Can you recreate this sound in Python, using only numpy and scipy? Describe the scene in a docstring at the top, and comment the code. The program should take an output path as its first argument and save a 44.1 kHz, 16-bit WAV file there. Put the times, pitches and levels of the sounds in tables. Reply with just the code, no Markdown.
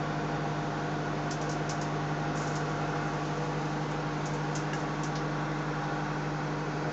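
"""A disc in a microwave oven

Heard close to the door, the transformer hums on the 50 Hz mains. The cooling fan adds its own tones
and a rush of air, coloured by the casing. As the magnetron (the part that makes the microwaves) fires,
sparks crackle in the optical disc's metal film and ring on in the steel cavity. The hot plastic snaps."""
import sys
import numpy as np
from scipy import signal
from scipy.fft import rfft, irfft, next_fast_len
from scipy.io import wavfile

SR = 44100
rng = np.random.default_rng(int(sys.argv[2]) if len(sys.argv) > 2 else 0)


def to_wav(s):
    """Save 16-bit WAV."""
    ch = np.atleast_2d(s).T  # columns
    pcm = np.round(np.clip(ch, -1, 1) * 32767)  # PCM
    wavfile.write(sys.argv[1], SR, pcm.astype(np.int16))


N = 305172
TIME = np.arange(N) / SR
FFT_SIZE = next_fast_len(N, True)
BINS_HZ = np.maximum(np.fft.rfftfreq(FFT_SIZE, 1 / SR), 1)
MAINS_HZ = 50.01
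CAVITY_RING_S = 0.19   # time to fade by 60 dB

# how far the listener has moved back from the door: t/s, share of the way (0-1)
RETREAT = [(0, 0), (2.8, 0), (3.7, 0.6), (4.5, 0.37), (5.7, 1), (6.92, 0.52)]


def from_db(db):
    """Turn decibels into a gain."""
    return 10 ** (np.asarray(db) / 20)


def rms_one(x):
    """Scale a signal so that its average size (rms) is 1."""
    return x / np.sqrt(np.mean(x ** 2) + 1e-20)


def in_time(points):
    """Join (time, value) points with straight lines, one value a sample."""
    return np.interp(TIME, *np.transpose(points))


def spectrum_db(points):
    """Join (frequency, level) points with straight lines on an octave scale."""
    hz, db = np.transpose(points)
    return np.interp(np.log(BINS_HZ), np.log(hz), db)


def noise(colour_db):
    """Noise with the given level, in dB per Hz, at each frequency."""
    white = rng.standard_normal(FFT_SIZE)
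    return irfft(rfft(white) * from_db(colour_db), FFT_SIZE)[:N] * np.sqrt(SR / 2)


def bell(hz, width_hz):
    """The bell-shaped power curve of one resonance, 1 at its peak."""
    return 1 / (1 + (2 * (BINS_HZ - hz) / width_hz) ** 2)


def drift(rate_hz):
    """A smooth random wobble of size about 1; a higher rate moves faster."""
    hop, warm_up = 100, 2000
    pole = np.exp(-2 * np.pi * rate_hz * hop / SR)
    white = rng.standard_normal(N // hop + warm_up + 2)
    smooth = signal.lfilter([1], [1, -2 * pole, pole * pole], white)[warm_up:]
    return np.interp(np.arange(N) / hop, np.arange(len(smooth)), rms_one(smooth))


def tone(turns, multiple, db):
    """A pure tone that swings `multiple` times a turn, from a random starting point."""
    return np.sqrt(2) * from_db(db) * np.sin(2 * np.pi * (multiple * turns + rng.random()))


def dying(age, ring_s):
    """A gain that jumps to 1 at age 0, then fades by 60 dB in ring_s."""
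    return (age >= 0) * from_db(-60 * np.clip(age / ring_s, 0, 2))


def spell(start, length, rise_s, fall_s):
    """A gain that rises to 1 at the start, holds, and falls once the length is over."""
    return np.clip((TIME - start) / rise_s, 0, 1) * np.clip(1 - (TIME - start - length) / fall_s, 0, 1)


def lift(x, hz, width_hz, db):
    """Turn one broad band up or down by an amount that changes over time."""
    band = irfft(rfft(x, FFT_SIZE) * bell(hz, width_hz), FFT_SIZE)[:N]
    return x + (from_db(db) - 1) * band


def transformer(waver_db=1.24, gain_db=0.7):
    """The iron core shakes the casing at multiples of the mains; the high tones waver most."""
    # tones of the hum: multiple of the mains, level/dB
    hum_tones = [(1, -53.5), (3, -38), (4, -49.5), (5, -52.5), (7, -64), (8, -52.5), (10, -55), (11, -69.5),
                 (12, -64), (16, -56.5), (18, -62), (20, -62), (22, -56), (28, -64.5), (32, -60), (35, -63),
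                 (36, -69.5), (38, -67.5), (39, -70.5), (40, -67), (41, -68.5), (44, -67), (46, -75),
                 (50, -79.5), (61, -80.5), (64, -75.5), (75, -73.5)]
    # standing waves in the room: multiple of the mains, level at the door/dB, change all the way back/dB
    room_tones = [(2, -54, -13), (6, -44, 2), (14, -45.5, -9)]
    turns = MAINS_HZ * TIME
    retreat = in_time(RETREAT)
    hum = sum(tone(turns, k, db + waver_db * np.log10(k) * drift(2.1)) for k, db in hum_tones)
    standing = sum(tone(turns, k, db + change_db * retreat) for k, db, change_db in room_tones)
    return from_db(gain_db) * (hum + standing)


def fan(turns_per_s=40.44, speed_wobble=0.000691, flutter_db=2.5):
    """The motor lags behind the mains, so its blade tone beats against the hum."""
    # fan tones, strongest on multiples of four: multiple of the turning rate, level/dB
    fan_tones = [(3, -63), (4, -48.5), (8, -50.5), (12, -49), (16, -64.5), (18, -64.5), (20, -50.5),
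                 (22, -62), (24, -64.5), (28, -54.5), (29, -57.5), (36, -59.5)]
    speed = turns_per_s * (1 + speed_wobble * drift(0.58))
    turns = np.cumsum(speed) / SR
    return sum(tone(turns, k, db + flutter_db * np.log10(k) * drift(4.6)) for k, db in fan_tones)


def rippled_noise(colour_db, spots=6, ripple_db=2.55, step_hz=35, treble_hz=1600):
    """Echoes put fine peaks and dips in the treble, different at each spot the listener passes."""
    depth_db = ripple_db * BINS_HZ ** 2 / (BINS_HZ ** 2 + treble_hz ** 2)
    out = np.zeros(N)
    for here in np.eye(spots):
        heights = rng.standard_normal(4000)
        ripple = np.interp(BINS_HZ / step_hz, np.arange(len(heights)), heights)
        share = np.interp(TIME, np.linspace(0, TIME[-1], spots), here)   # fade from spot to spot
        out += np.sqrt(share) * noise(colour_db + depth_db * ripple)
    return out


def air(buzz_db=0.07, gain_db=-0.33, fade_s=0.23, dull_from_s=5.9):
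    """Air swirls through the casing, shaken twice a mains cycle; its colour shifts as the listener moves."""
    # rush of the cooling air: f/Hz, level/dB per Hz
    rush_colour = [(25, -88), (60, -77), (88, -79.5), (135, -71.5), (350, -68), (660, -75), (1000, -73.5),
                   (1550, -78.5), (1900, -78.5), (2800, -84.5), (4700, -88.5), (6500, -90.5), (7300, -99),
                   (8000, -121)]
    # a narrow low throb beside the hum (136 Hz), then resonances of the casing and air duct:
    # f/Hz, width/Hz, boost/dB
    peaks = [(136, 5.6, 9.5), (222.5, 20, 4.5), (408, 27, 0.5), (459, 73, 5.5), (536, 39, 3.5),
             (615, 33, 7.5), (727, 64, 8), (807, 62, 6.5), (925, 76, 5.5), (1113, 73, 3.5),
             (1430, 332, 8.5), (1510, 99, 2), (2560, 34, 5), (3520, 180, 2)]
    # swells in the whirr of the duct: start/s, length/s, boost/dB
    swells = [(2.1, .9, 3.0), (5.1, 1, 2.0)]
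    peaks_db = sum(db * bell(hz, width_hz) for hz, width_hz, db in peaks)
    swell_db = sum(db * spell(start, length, fade_s, fade_s) for start, length, db in swells)
    dullness = np.clip((TIME - dull_from_s) / fade_s, 0, 1)
    rush = rippled_noise(spectrum_db(rush_colour) + peaks_db)
    rush = lift(rush, hz=330, width_hz=700, db=1.4 - 2 * in_time(RETREAT))   # less boom farther back
    rush = lift(rush, hz=1430, width_hz=450, db=swell_db - 0.75)   # the whirr swells
    rush = lift(rush, hz=3600, width_hz=630, db=-3 * dullness)   # the hiss dulls near the end
    return rush * from_db(gain_db + buzz_db * np.cos(4 * np.pi * MAINS_HZ * TIME))


def spark_hiss(centre_hz, width_hz, top_ratio=1.36, fall_db_per_octave=60):
    """The broad, bright hiss of a spark, falling away at the top."""
    # the tone shared by all sparks, bright and falling away above 7 kHz: f/Hz, gain/dB
    crackle_colour = [(500, -9), (1500, 3), (3500, 1.5), (4400, 1), (5200, 4), (7100, 3.5), (7600, -5),
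                      (8100, -14), (8900, -20.5)]
    octaves_above = np.maximum(np.log2(BINS_HZ / (top_ratio * centre_hz)), 0)
    spark_db = 10 * np.log10(bell(centre_hz, width_hz)) - fall_db_per_octave * octaves_above
    return rms_one(noise(spark_db + spectrum_db(crackle_colour)))


def sparks(width_hz=2700, rasp_db=0.5, build_s=0.00095):
    """Each spark is a short crack that the steel walls smear into a raspy, bright tail."""
    # sparks in the metal film: t/s, level/dB, centre f/Hz
    cracks = [(1.308, -37, 5950), (1.412, -43.5, 5850), (1.492, -40, 6100), (1.513, -44, 6100),
              (1.692, -35.5, 6050), (1.812, -41, 5950), (2.354, -47, 6600), (2.372, -43, 6500),
              (2.413, -46, 6500), (2.470, -49, 6700), (2.553, -40.5, 6300), (3.251, -50, 5400),
              (4.255, -42, 6400), (4.334, -47, 6600), (4.551, -36, 6250), (4.733, -42, 6100),
              (4.792, -50, 6200), (5.032, -39, 6200), (5.153, -39.5, 4700), (5.835, -49, 4000)]
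    out, age = np.zeros(N), TIME[:SR // 2]
    rasp = from_db(rasp_db * drift(120))   # echoes arrive in clumps
    tail = dying(age, CAVITY_RING_S) * (1 - np.exp(-age / build_s))
    for start, db, centre_hz in cracks:
        span = slice(round(start * SR), round(start * SR) + len(tail))
        out[span] += from_db(db) * tail * spark_hiss(centre_hz, width_hz)[span]
    return out * rasp


def sizzle(first_firing_s=0.013, uneven_db=2.5, rest_db=-72.5):
    """The magnetron fires once a mains cycle, drawing a tiny spark of random size that rings on."""
    # spells of louder sizzling: start/s, length/s, level/dB
    spells = [(2.36, 0.1, -52), (2.5, 1.4, -60), (4.1, 0.92, -63.5)]
    swell = sum(from_db(db) * spell(start, length, rise_s=0.036, fall_s=0.14)
                for start, length, db in spells)
    loudness = np.hypot(swell, from_db(rest_db))   # a faint sizzle is always there
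    cycle = np.floor(MAINS_HZ * (TIME - first_firing_s))
    fires = np.diff(cycle, prepend=0) > 0
    energy = fires * from_db(2 * uneven_db * rng.standard_normal(N))
    kept_per_sample = from_db(-60 / (CAVITY_RING_S * SR)) ** 2
    cavity_energy = signal.lfilter([1], [1, -kept_per_sample], energy)
    return spark_hiss(centre_hz=6100, width_hz=2300) * loudness * rms_one(np.sqrt(cavity_energy))


def snap(ring_s=0.11):
    """The heated plastic snaps, and the disc rings briefly inside the cavity."""
    # the snap of the plastic: t/s, starting level/dB
    snaps = [(4.732, -32)]
    # resonances of the disc: f/Hz, width/Hz, relative level/dB
    resonances = [(1670, 180, 2.5), (2110, 220, -11), (2840, 170, -7.5)]
    power = sum(from_db(2 * db) * bell(hz, width_hz) ** 2 for hz, width_hz, db in resonances)
    loudness = sum(from_db(db) * dying(TIME - start, ring_s) for start, db in snaps)
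    return rms_one(noise(10 * np.log10(power))) * loudness


def scene():
    """The running oven and the crackling disc, in one channel."""
    return (transformer() + fan() + air() + sparks() + sizzle() + snap())[None]


def record(dry):
    """Cut the treble steeply above 8900 Hz."""
    low_pass = signal.ellip(10, 0.1, 90, 8900, fs=SR, output="sos")
    return signal.sosfilt(low_pass, dry)


dry = scene()
out = record(dry)
to_wav(out)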